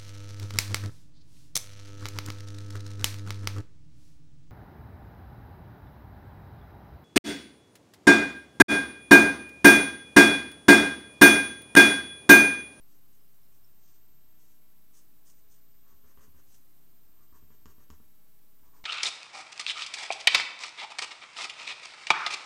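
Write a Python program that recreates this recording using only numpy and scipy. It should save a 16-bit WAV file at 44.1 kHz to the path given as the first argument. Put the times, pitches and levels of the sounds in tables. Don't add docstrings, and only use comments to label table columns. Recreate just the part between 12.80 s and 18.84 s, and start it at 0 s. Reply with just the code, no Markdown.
import sys
import numpy as np
from scipy import signal
from scipy.fft import rfft, irfft
from scipy.io import wavfile
from scipy.ndimage import uniform_filter1d

SR = 44100
rng = np.random.default_rng(int(sys.argv[2]) if len(sys.argv) > 2 else 0)


def wav_out(sig):
    wavfile.write(sys.argv[1], SR, np.round(np.clip(np.atleast_2d(sig).T, -1, 1) * 32767).astype(np.int16))


N = 266364
T = np.arange(N) / SR

# (frequency [Hz], level [dB], t60 [s])
DESK_MODES = [(74.5, -53, 0.29), (152.4, -58, 0.23), (229, -54.5, .12), (258, -57.5, 0.11),
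              (313, -64.5, 0.077), (390, -60, 0.051)]
# (start [s], length [s], level [dB], landing force [dB], judder pitch [Hz], 0 = smooth)
PRESSED_STROKES = [ (3.049, .11, -75.5, -16, 1080), (3.239, 0.085, -72.5, -9.5, 0),
                   (3.374, .1, -69.5, -4, 0), (3.547, 0.075, -73, -7.5, 0),
                   (4.389, 0.065, -75.5, -16, 1120), (4.525, 0.072, -70.5, -6.5, 1110),
                   (4.704, 0.055, -73, -6.5, 0), (4.8574, .07, -69, .5, 0), (4.982, .065, -72.5, -7, 0),
                   (5.1026, 0.058, -71.5, 1, 0), (5.201, 0.048, -78.5, -7, 0),
                   (5.828, .07, -75, -10.5, 980), (5.924, .09, -70, -18, 1002)]


def from_db(db):
    return 10 ** (np.asarray(db) / 20)


def rms_one(x):
    return x / np.sqrt(np.mean(x ** 2) + 1e-20)


def drift(knots_per_s):
    knots = rng.standard_normal(int(N / SR * knots_per_s) + 2)
    return rms_one(np.interp(T * knots_per_s, np.arange(len(knots)), knots))


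def coloured(x, spectrum):
    hz, db = np.transpose(spectrum)
    bins_hz = np.maximum(np.fft.rfftfreq(N, 1 / SR), 1)
    gain_db = np.interp(np.log(bins_hz), np.log(hz), db)
    return rms_one(irfft(rfft(x) * from_db(gain_db), N))


def high_pass(x, hz):
    return signal.sosfilt(signal.butter(1, hz, "high", fs=SR, output="sos"), x)


def resonate(x, hz, width_hz):
    r = np.exp(-np.pi * width_hz / SR)
    zeros = np.array([1, 0, -1]) * (1 - r * r) / 2
    poles = [1, -2 * r * np.cos(2 * np.pi * hz / SR), r * r]
    return signal.lfilter(zeros, poles, x)


def ring(clicks, hz, t60_s):
    r = np.exp(-np.log(1000) / (t60_s * SR))
    w = 2 * np.pi * hz / SR
    return signal.lfilter([0, np.sin(w)], [1, -2 * r * np.cos(w), r * r], clicks + 1e-18)


def swell(start_s, end_s, power):
    shape = np.hanning(65) ** (power / 2)
    return np.interp(T, np.linspace(start_s, end_s, 65), shape, 0, 0)


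def air(level_db=-67.5):
    # (frequency [Hz], density [dB per Hz, relative])
    floor = [(10, 18.5), (35, 17), (65, 17), (100, 11), (260, 9), (400, 5), (700, 2), (1100, 1.5),
             (2000, -2.5), (4000, -4), (9000, -5.5), (12500, -4), (15500, -2)]
    return from_db(level_db) * coloured(rng.standard_normal(N), floor)


def electronics(whine_hz=13500.3, whine_db=-69.5, frames_per_s=15, blank_share=0.11):
    # (frequency [Hz], level [dB rms])
    tones = [(3892, -96), (8000, -88), (8107, -97)]
    gate = 1. * (T * frames_per_s % 1 > blank_share)
    reading = uniform_filter1d(gate, size=16)
    whine = from_db(whine_db) * reading * np.sin(2 * np.pi * whine_hz * T)
    steady = sum(from_db(db) * np.sin(2 * np.pi * hz * T) for hz, db in tones)
    return np.sqrt(2) * (whine + steady)


def fan(turns_per_s=30.52, wobble=.001, flutter_db=2.0):
    # (multiple of turning rate, level [dB rms before flutter])
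    orders = [(4, -84.5), (5, -80.5), (6, -84.5), (7, -84), (8, -87.5), (10, -81), (14, -92), (28, -95.5)]
    turns = turns_per_s * np.cumsum(1 + wobble * drift(3)) / SR
    out = np.zeros(N)
    for k, db in orders:
        phase = 2 * np.pi * (round(k) * turns + rng.random())
        out += from_db(db + flutter_db * drift(5)) * np.sin(phase)
    return np.sqrt(2) * out


def contacts(landing_hz=6100, hardening=3.02, thud_hz=260):
    # (time [s], level [dB])
    thuds = [(3.127, -6.5), (3.480, -4.5), (4.131, -10), (4.627, -3.5)]
    blows = [(s, db, landing_hz * from_db(db) ** hardening) for s, _, _, db, _ in PRESSED_STROKES]
    blows += [(s, db, thud_hz) for s, db in thuds]
    out = np.zeros(N)
    for s, db, corner_hz in blows:
        decay = np.exp(-2 * np.pi * corner_hz / SR)
        push = from_db(db) * (1 - decay) * decay ** np.arange(512)
        out[round(s * SR):][:len(push)] += push
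    return out


def landings(spot_db=1.5, crack_db=-41, crack_low_hz=1500, crack_high_hz=9000):
    # (frequency [Hz], level [dB], t60 [s])
    pen_modes = [(915, -49.5, 0.009), (1216, -47.5, 0.013), (1840, -54, 0.0092), (2950, -51.5, 0.0055),
                 (5270, -50, 0.0047), (6900, -47, 0.0041)]
    contact = contacts()
    desk = sum(ring(contact * from_db(db + spot_db * drift(10)), hz, t60_s)
               for hz, db, t60_s in DESK_MODES)
    pen = sum((-1) ** k * ring(contact * from_db(db), hz, t60_s)
              for k, (hz, db, t60_s) in enumerate(pen_modes))
    low_pass = signal.butter(2, crack_high_hz, fs=SR, output="sos")
    crack = signal.sosfilt(low_pass, high_pass(contact, crack_low_hz))
    return desk + pen + from_db(crack_db) * crack


def stick_slip(hz, width_hz):
    slips = rng.standard_normal(N)
    return rms_one(resonate(resonate(slips, hz, width_hz), hz, width_hz))


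def chirps(hz=5250, width_hz=450, half_s=0.0096):
    # (time [s], level [dB])
    corners = [(0.408, -74), (0.635, -76), (0.845, -70.5)]
    return stick_slip(hz, width_hz) * sum(from_db(db) * swell(s - half_s, s + half_s, power=2.4)
                                          for s, db in corners)


def judders(width_hz=380, level_db=-1, fade_db=-5.5):
    out = np.zeros(N)
    for start_s, length_s, db, _, hz in PRESSED_STROKES:
        if hz:
            fade = fade_db * np.clip((T - start_s) / length_s - .5, -.5, .5)
            gain = from_db(db + level_db + fade) * swell(start_s, start_s + length_s, power=0.25)
            out += gain * stick_slip(hz, width_hz)
    return out


def friction(snags_per_s, size_db, patchy_db):
    spread_db = size_db * np.minimum(rng.exponential(1, N), 4)
    sizes = from_db(spread_db) * rng.standard_normal(N)
    snags = rng.random(N) < snags_per_s / SR
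    return sizes * snags * from_db(patchy_db * drift(150))


def light_strokes(dull, bright, rasp, even_s=.15, flick_tilt_db=3, rasp_db=-13.5):
    # (start [s], length [s], hiss level [dB])
    skims = [ (0.073, .115, -75), (0.312, .055, -76.5), (0.52, .05, -79.5), (0.712, .07, -75.5),
             (0.968, 0.24, -74.5), (1.568, .125, -73.5), (1.647, .135, -76.5), (2.12, 0.11, -66.5),
             (2.441, 0.095, -65), (2.55, 0.059, -76.5), (2.682, 0.1, -69.5), (3.427, 0.054, -82),
             (3.657, 0.14, -69.5)]
    out = np.zeros(N)
    for start_s, length_s, db in skims:
        tilt_db = flick_tilt_db * np.log2(even_s / length_s)
        skim = from_db(-tilt_db) * dull + from_db(tilt_db) * bright + from_db(rasp_db) * rasp
        out += from_db(db) * swell(start_s, start_s + length_s, power=1.23) * skim
    return out


def pressed_strokes(dull, bright, rasp, rumble, hiss_db=-3.5, tilt_db=-0.5, hiss_lag_s=0.0059,
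                    judder_rasp_db=-4, rumble_db=-1):
    hiss = from_db(-tilt_db) * dull + from_db(tilt_db) * bright
    out = np.zeros(N)
    for start_s, length_s, db, _, judder_hz in PRESSED_STROKES:
        moving_s = start_s + hiss_lag_s
        out += from_db(db + hiss_db) * swell(moving_s, moving_s + length_s, power=1.0) * hiss
        body = from_db(judder_rasp_db if judder_hz else 0) * rasp + from_db(rumble_db) * rumble
        out += from_db(db) * swell(start_s, start_s + length_s, power=0.27) * body
    return out


def strokes(split_hz=7200):
    # (frequency [Hz], density [dB per Hz, relative])
    fibres = [(1500, -31), (2400, -17.5), (3100, -8.5), (3900, -16), (5000, -7), (6200, -2), (7200, -6.5),
              (8100, -5), (9300, -12), (10300, -9.5), (11300, -20), (15000, -26)]
    # (frequency [Hz], width [Hz], level [dB, relative])
    rasp_modes = [(233, 170, -2), (446, 177, 0), (970, 400, -0.5), (1157, 470, 0.5), (1805, 390, -6.5),
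                  (3060, 210, -10.5)]
    force = friction(snags_per_s=20000, size_db=1.5, patchy_db=2.2)
    hiss = coloured(force, fibres)
    dull = signal.sosfiltfilt(signal.butter(2, split_hz, fs=SR, output="sos"), hiss)
    bright = hiss - dull
    rasp = rms_one(sum((-1) ** k * from_db(db) * resonate(force, hz, width_hz)
                       for k, (hz, width_hz, db) in enumerate(rasp_modes)))
    rumble = rms_one(sum(ring(force * from_db(db), hz, t60_s) for hz, db, t60_s in DESK_MODES))
    return light_strokes(dull, bright, rasp) + pressed_strokes(dull, bright, rasp, rumble)


def room(x, echo_s=.0064, echo_db=-3.5, echo_low_hz=3020, tail_db=-3, t60_s=0.21, tail_low_hz=450):
    t = T[:SR // 2]
    tail = rng.standard_normal(len(t)) * np.exp(-np.log(1000) * t / t60_s)
    tail *= np.minimum(t / echo_s, 1)
    tail *= from_db(tail_db) / np.sqrt(np.sum(tail ** 2))
    echo = from_db(echo_db) * np.pad(high_pass(x, echo_low_hz), (round(echo_s * SR), 0))[:N]
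    return x + echo + signal.fftconvolve(high_pass(x, tail_low_hz), tail)[:N]


def scene():
    background = air() + electronics() + fan()
    pen = landings() + chirps() + judders() + strokes()
    return (background + room(pen))[None]


def record(dry, offset=-.0047, cutoff_hz=15800):
    low_pass = signal.ellip(10, .05, 60, cutoff_hz, fs=SR, output="sos")
    return signal.sosfiltfilt(low_pass, dry + offset)


dry = scene()
out = record(dry)
wav_out(out)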